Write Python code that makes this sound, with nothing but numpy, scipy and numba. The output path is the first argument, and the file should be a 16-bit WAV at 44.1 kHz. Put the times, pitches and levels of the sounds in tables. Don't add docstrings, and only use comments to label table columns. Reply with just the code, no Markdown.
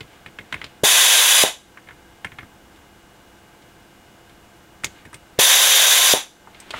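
import sys
import numpy as np
from scipy import signal
from scipy.fft import rfft, irfft
from scipy.io import wavfile
from scipy.ndimage import uniform_filter1d
from numba import njit

SR = 44100
rng = np.random.default_rng(int(sys.argv[2]) if len(sys.argv) > 2 else 0)


def wav_out(sig):
    wavfile.write(sys.argv[1], SR, np.round(np.clip(np.atleast_2d(sig).T, -1, 1) * 32767).astype(np.int16))


N = 299439
TIME = np.arange(N) / SR
FREQ = np.maximum(np.fft.rfftfreq(N, 1 / SR), 1)

# f/Hz, relative level/dB
FAN_SPECTRUM = [(20, -7.5), (50, 2.5), (130, -1.5), (330, -3), (560, -6.5), (820, -6), (1400, -9.5),
                (1590, -3.5), (1750, -12.5), (3500, -15.5), (4400, -20.5), (7500, -20.5), (10000, -25),
                (15500, -27)]
# f/Hz, level/dB
HUM_TONES = [(199.5, -65), (301.5, -68), (336, -62.5), (499, -68), (699.8, -64.5), (850.6, -67),
             (2094, -69.5), (2293, -77), (2891, -66.5)]
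# f/Hz, relative level/dB
CLOTH_SPECTRUM = [(200, 1.5), (800, 4), (2100, 5.5), (3600, 3), (5000, -10), (9000, -14.5), (15500, -25.5)]
# middle t/s, half length/s, level/dB
SLEEVE_MOVES = [(0.137, 0.064, -53), (0.59, 0.14, -50.5), (4.985, 0.06, -52.5), (6.67, 0.14, -49),
                (6.79, 0.046, -35)]
# t/s, relative level/dB, most boosted f/Hz, tick against the knock/dB, thump against the knock/dB
KNOCKS = [(0.006, -22, 3220, -25, -7), (0.261, -23.5, 2470, -23, -11), (0.387, -18.5, 2250, -33, -13.5),
          (0.525, -11.5, 2400, -24, -17.5), (0.542, -12, 2040, -26, -23), (0.615, -18, 2450, -33, -17.5),
          (0.642, -19.5, 3690, -22, -15), (1.772, -27.5, 1780, -28, -28), (1.872, -36, 1900, -18, -13),
          (1.887, -27, 1990, -33, -25), (1.908, -30.5, 1840, -28, -12), (2.246, -12, 2050, -22, -17),
          (2.318, -30, 2300, -30, -6), (2.386, -19.5, 2070, -29.5, -16), (2.429, -32.5, 1730, -27, -1.5),
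          (2.76, -46, 3300, -8, -12), (3.62, -44.5, 3200, -8, -16), (4.294, -40, 3300, -11, -8),
          (4.836, -18, 1950, -15, -9), (4.844, -8.5, 3280, -3.5, -22.5), (5.052, -31.5, 2170, -13.5, -2.5),
          (5.13, -28, 1730, -11, -9.5), (5.142, -28.5, 2860, -0.5, -9), (5.382, -31, 2400, -34, -28),
          (6.473, -28.5, 1000, -38, -32), (6.546, -33.5, 3050, -41, -27), (6.601, -55, 7500, 25.5, -25),
          (6.706, -17, 3630, -14, -37), (6.7374, -13, 1360, -40, -20)]
# f/Hz, width/Hz, relative level/dB
BOARD_MODES = [(430, 150, 10.5), (860, 640, 9.5), (1535, 210, 0), (1735, 110, 3.5), (1960, 170, -3),
               (2147, 130, 5.5), (2520, 37, 2), (3290, 590, -3.5), (4080, 450, -9.5), (5600, 430, -33.5),
               (7100, 270, -4.5)]
# f/Hz, relative level/dB
TICK_SPECTRUM = [(1500, -15), (3500, -11), (5200, -1.5), (6700, -4), (8600, -3.5), (10500, -9),
                 (15500, -15)]
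# valve opens t/s, valve shuts t/s, hiss level/dB, change over the pull/dB
TRIGGER_PULLS = [(0.835, 1.4385, -5.5, -0.5), (5.3886, 6.1384, -2, -3.5)]
# f/Hz, level/dB, half length/s, low push against the pulse/dB, hose ring against the pulse/dB
VALVE_POPS = [(483, 1.5, 0.0014, -17, -15.5), (540, 10.5, 0.00098, -38.5, -21.5)]
# f/Hz, relative level/dB
HOSE_SPECTRUM = [(30, -40), (150, -21.5), (450, -11), (850, 4), (1600, -18.5), (5000, -46.5)]
# f/Hz, relative level/dB
JET_SPECTRUM = [(200, -32.3), (300, -20.9), (480, -10.6), (800, -6.9), (1300, -7.2), (1800, -1.3),
                (3000, 0.0), (4300, -4.2), (5400, -4.2), (6500, -4.0), (7500, -3.4), (8600, -14.2),
                (10500, -7.0), (15600, -9.7)]
# f/Hz, width/Hz, boost in first pull/dB, boost in second pull/dB
AIR_RESONANCES = [(520, 80, 5.3, 6.7), (700, 130, 3.8, 5.2), (1040, 210, 7.6, 6.7), (1580, 250, 6.4, 6.0),
                  (2000, 90, 4.5, 2.8), (2220, 40, 2.8, 2.4), (2570, 70, 7.0, 5.2), (2980, 160, 4.4, 3.3),
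                  (3200, 90, 5.8, 5.9), (3340, 50, 5.9, 0.7), (3470, 180, 9.6, 10.6),
                  (3710, 220, -1.6, 2.9), (3760, 310, 11.0, 8.4), (4480, 160, 2.9, 4.1),
                  (4890, 50, 6.0, 6.9), (5860, 290, 2.6, 5.7), (6150, 370, 6.6, 7.0), (6700, 390, 5.2, 5.5),
                  (7100, 90, 8.9, 3.5), (7460, 410, 3.3, 4.6), (8350, 410, 11.0, 5.7),
                  (9120, 360, 8.9, 10.9), (9640, 470, 11.0, 5.2), (9790, 430, 2.4, 11.0),
                  (10210, 500, 6.5, -3.0), (11070, 150, 6.6, 5.9), (11520, 140, 3.6, 6.7),
                  (11760, 260, 4.5, 8.3), (12390, 200, 5.8, 2.3), (15150, 270, -3.0, 4.8)]
# time before the valve shuts/s, half length/s, f/Hz, level against the hiss/dB
RIM_WHISTLES = [(0.075, .025, 9750, -12), (0.036, 0.026, 4905, -11.5)]
# f/Hz, t60/s (t60 is the time to fade by 60 dB)
ROOM_DECAY = [(150, .3), (600, .28), (2000, .28), (4000, .38), (8000, .38), (15000, .24)]


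def undb(db):
    return 10 ** (np.asarray(db) / 20)


def unit(x):
    return x / np.sqrt(np.mean(x ** 2))


def contour(points, hz=FREQ):
    at, value = np.transpose(points)
    return np.interp(np.log(hz), np.log(at), value)


def bell(centre, width, hz=FREQ):
    return 1 / (1 + (2 * (hz - centre) / width) ** 2)


def swell(at, half_s):
    return np.exp(-((TIME - at) / half_s) ** 2)


def noise(db):
    return unit(irfft(rfft(rng.standard_normal(N)) * undb(db), N))


def wander(rate_hz):
    return noise(-20 * np.log10(1 + (FREQ / rate_hz) ** 2))


def blow(fade, db):
    cepstrum = irfft(np.log(undb(db)))
    half = len(fade) // 2
    cepstrum[1:half] *= 2
    cepstrum[half + 1:] = 0
    burst = rng.standard_normal(len(fade)) * fade
    ringing = irfft(rfft(burst) * np.exp(rfft(cepstrum)))
    return unit(ringing) * np.sqrt(np.mean(fade ** 2))


@njit
def follow(x, rise_s, fall_s):
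    attack, release = 1 / (rise_s * SR), 1 / (fall_s * SR)
    out, level = np.empty(len(x)), 0.
    for i in range(len(x)):
        now = abs(x[i])
        level += (now - level) * (attack if now > level else release)
        out[i] = level
    return out


def workshop(air_db=-50.5, drift_db=0.2, waver_db=0.6):
    air_gain = undb(air_db + drift_db * wander(6))
    air = noise(contour(FAN_SPECTRUM)) * air_gain
    hum = 0
    for hz, db in HUM_TONES:
        peak = np.sqrt(2) * undb(db + waver_db * wander(5))
        hum += peak * np.sin(2 * np.pi * (hz * TIME + rng.random()))
    return air + hum


def room(x, size=22050, gap_s=0.0061, clutter_db=-13, clutter_t60=0.063, tail_db=-21.5):
    t, hz = np.arange(size) / SR, np.maximum(np.fft.rfftfreq(size, 1 / SR), 1)
    scatter, tail = rfft(rng.standard_normal(size)), 0
    centres, t60s = np.transpose(ROOM_DECAY)
    for share, t60 in zip(np.eye(len(ROOM_DECAY)), t60s):
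        band = np.interp(np.log(hz), np.log(centres), share)
        tail += irfft(scatter * band, size) * undb(-60 * t / t60)
    build_up = 1 - np.exp(-(t / gap_s) ** 2)
    clutter = rng.standard_normal(size) * undb(-60 * t / clutter_t60)
    echoes = undb(clutter_db) * unit(clutter * build_up) + undb(tail_db) * unit(tail * build_up)
    return x + signal.fftconvolve(x, echoes / np.sqrt(size))[:N]


def sleeve(grain_db=1.0):
    moves = sum(undb(db) * swell(at, half_s) for at, half_s, db in SLEEVE_MOVES)
    return noise(contour(CLOTH_SPECTRUM)) * moves * undb(grain_db * wander(75))


def knocks(size=8192, strike_db=-7, focus_db=21, focus_octaves=1.07, chatter_t60=0.024,
           settle_s=0.022, settle_db=-16.5, tick_t60=0.046, thump_t60=0.16):
    out = np.zeros(N + size)
    t, hz = np.arange(size) / SR, np.maximum(np.fft.rfftfreq(size, 1 / SR), 1)
    board_db = 10 * np.log10(sum(undb(db) ** 2 * bell(f, width, hz) for f, width, db in BOARD_MODES))
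    bench_db = contour([(20, -25), (60, -6), (105, 0), (200, -8), (450, -14), (1500, -45)], hz)

    def contact(t60, rise_s=0.00013):
        return undb(-60 * np.maximum(t - rise_s, 0) / t60) * (1 - np.exp(-t / rise_s))

    for at, db, bright_hz, tick_db, thump_db in KNOCKS:
        fade = contact(chatter_t60 * 2 ** (-db / 30.5))
        fade += undb(settle_db) * np.interp(t - settle_s, t, fade)
        boost_db = focus_db * np.exp(-(np.log2(hz / bright_hz) / focus_octaves) ** 2)
        board = blow(fade, board_db + boost_db)
        tick_hz = 5600 - 92.5 * (db + tick_db)
        tick_tone_db = contour(TICK_SPECTRUM, hz) + 10 * bell(tick_hz, width=1800, hz=hz)
        tick = blow(contact(tick_t60), tick_tone_db)
        thump = blow(contact(thump_t60, rise_s=0.0029), bench_db)
        i = int(at * SR)
        out[i:i + size] += undb(db + strike_db) * (board + undb(tick_db) * tick + undb(thump_db) * thump)
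    return out[:N]


def valve(hose_t60=0.17, push_s=0.0024, opening_lag_s=0.0025):
    out = np.zeros(N)
    hose = noise(contour(HOSE_SPECTRUM))
    for start, stop, _, _ in TRIGGER_PULLS:
        for at, (hz, db, half_s, push_db, ring_db) in zip((start + opening_lag_s, stop), VALVE_POPS):
            t = TIME - at
            pulse = -np.cos(2 * np.pi * hz * t) * swell(at, half_s)
            push = -undb(push_db) * (1 - 2 * (t / push_s) ** 2) * swell(at, push_s)
            ringing = hose * (t > 0) * undb(ring_db - 60 * np.abs(t) / hose_t60)
            out += undb(db) * (pulse + push + ringing)
    return out


def air_jet(rise_s=0.0038, flutter_db=0.72, flutter_hz=25, sway_db=0.13,
            bleed_s=0.078, dull_hz=9700, dull_s=0.058):
    out = np.zeros(N)
    jet_db = contour(JET_SPECTRUM) - 10 * np.log10(1 + (130 / FREQ) ** 4)
    for pull, (start, stop, db, change_db) in enumerate(TRIGGER_PULLS):
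        whistles = 0
        for lead_s, half_s, hz, whistle_db in RIM_WHISTLES:
            tone = noise(20 * np.log10(bell(hz, width=90)))
            whistles += tone * undb(whistle_db) * swell(stop - lead_s, half_s)
        path_db = sum(boosts[pull] * bell(hz, width) for hz, width, *boosts in AIR_RESONANCES)
        hiss = noise(jet_db + path_db)
        strongest = irfft(rfft(hiss) * bell(3800, width=752), N)
        hiss += (undb(sway_db * wander(1.8)) - 1) * strongest
        since_shut = np.maximum(TIME - stop, 0)
        treble = irfft(rfft(hiss) / (1 + (dull_hz / FREQ) ** 4), N)
        hiss -= treble * (1 - np.exp(-since_shut / dull_s))
        opening = 1 - np.exp(-np.maximum(TIME - start, 0) / rise_s)
        progress = np.clip((TIME - start) / (stop - start), 0, 1)
        bleed_db = -20 * (since_shut / bleed_s) ** 1.22
        flow_db = db + change_db * progress + bleed_db + flutter_db * wander(flutter_hz)
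        out += (hiss + whistles) * opening * undb(flow_db)
    return out


def scene():
    mono = room(air_jet() + valve() + knocks()) + sleeve() + workshop()
    return np.array([mono, mono])


def record(dry, threshold_db=-12.0, slope=0.85, top_hz=15750):
    loudness = np.sqrt(np.abs(uniform_filter1d(dry[0] ** 2, size=132)))
    slow = follow(loudness, rise_s=0.02, fall_s=0.26)
    quick = follow(loudness, rise_s=0.00047, fall_s=0.031)
    gain = np.minimum(1, undb(threshold_db) / (np.maximum(slow, quick) + 1e-9)) ** slope
    limited = dry * gain
    rounded = limited / (1 + limited ** 4) ** (1 / 4)
    low_pass = signal.ellip(12, .1, 80, top_hz, fs=SR, output="sos")
    return signal.sosfilt(low_pass, rounded)


dry = scene()
out = record(dry)
wav_out(out)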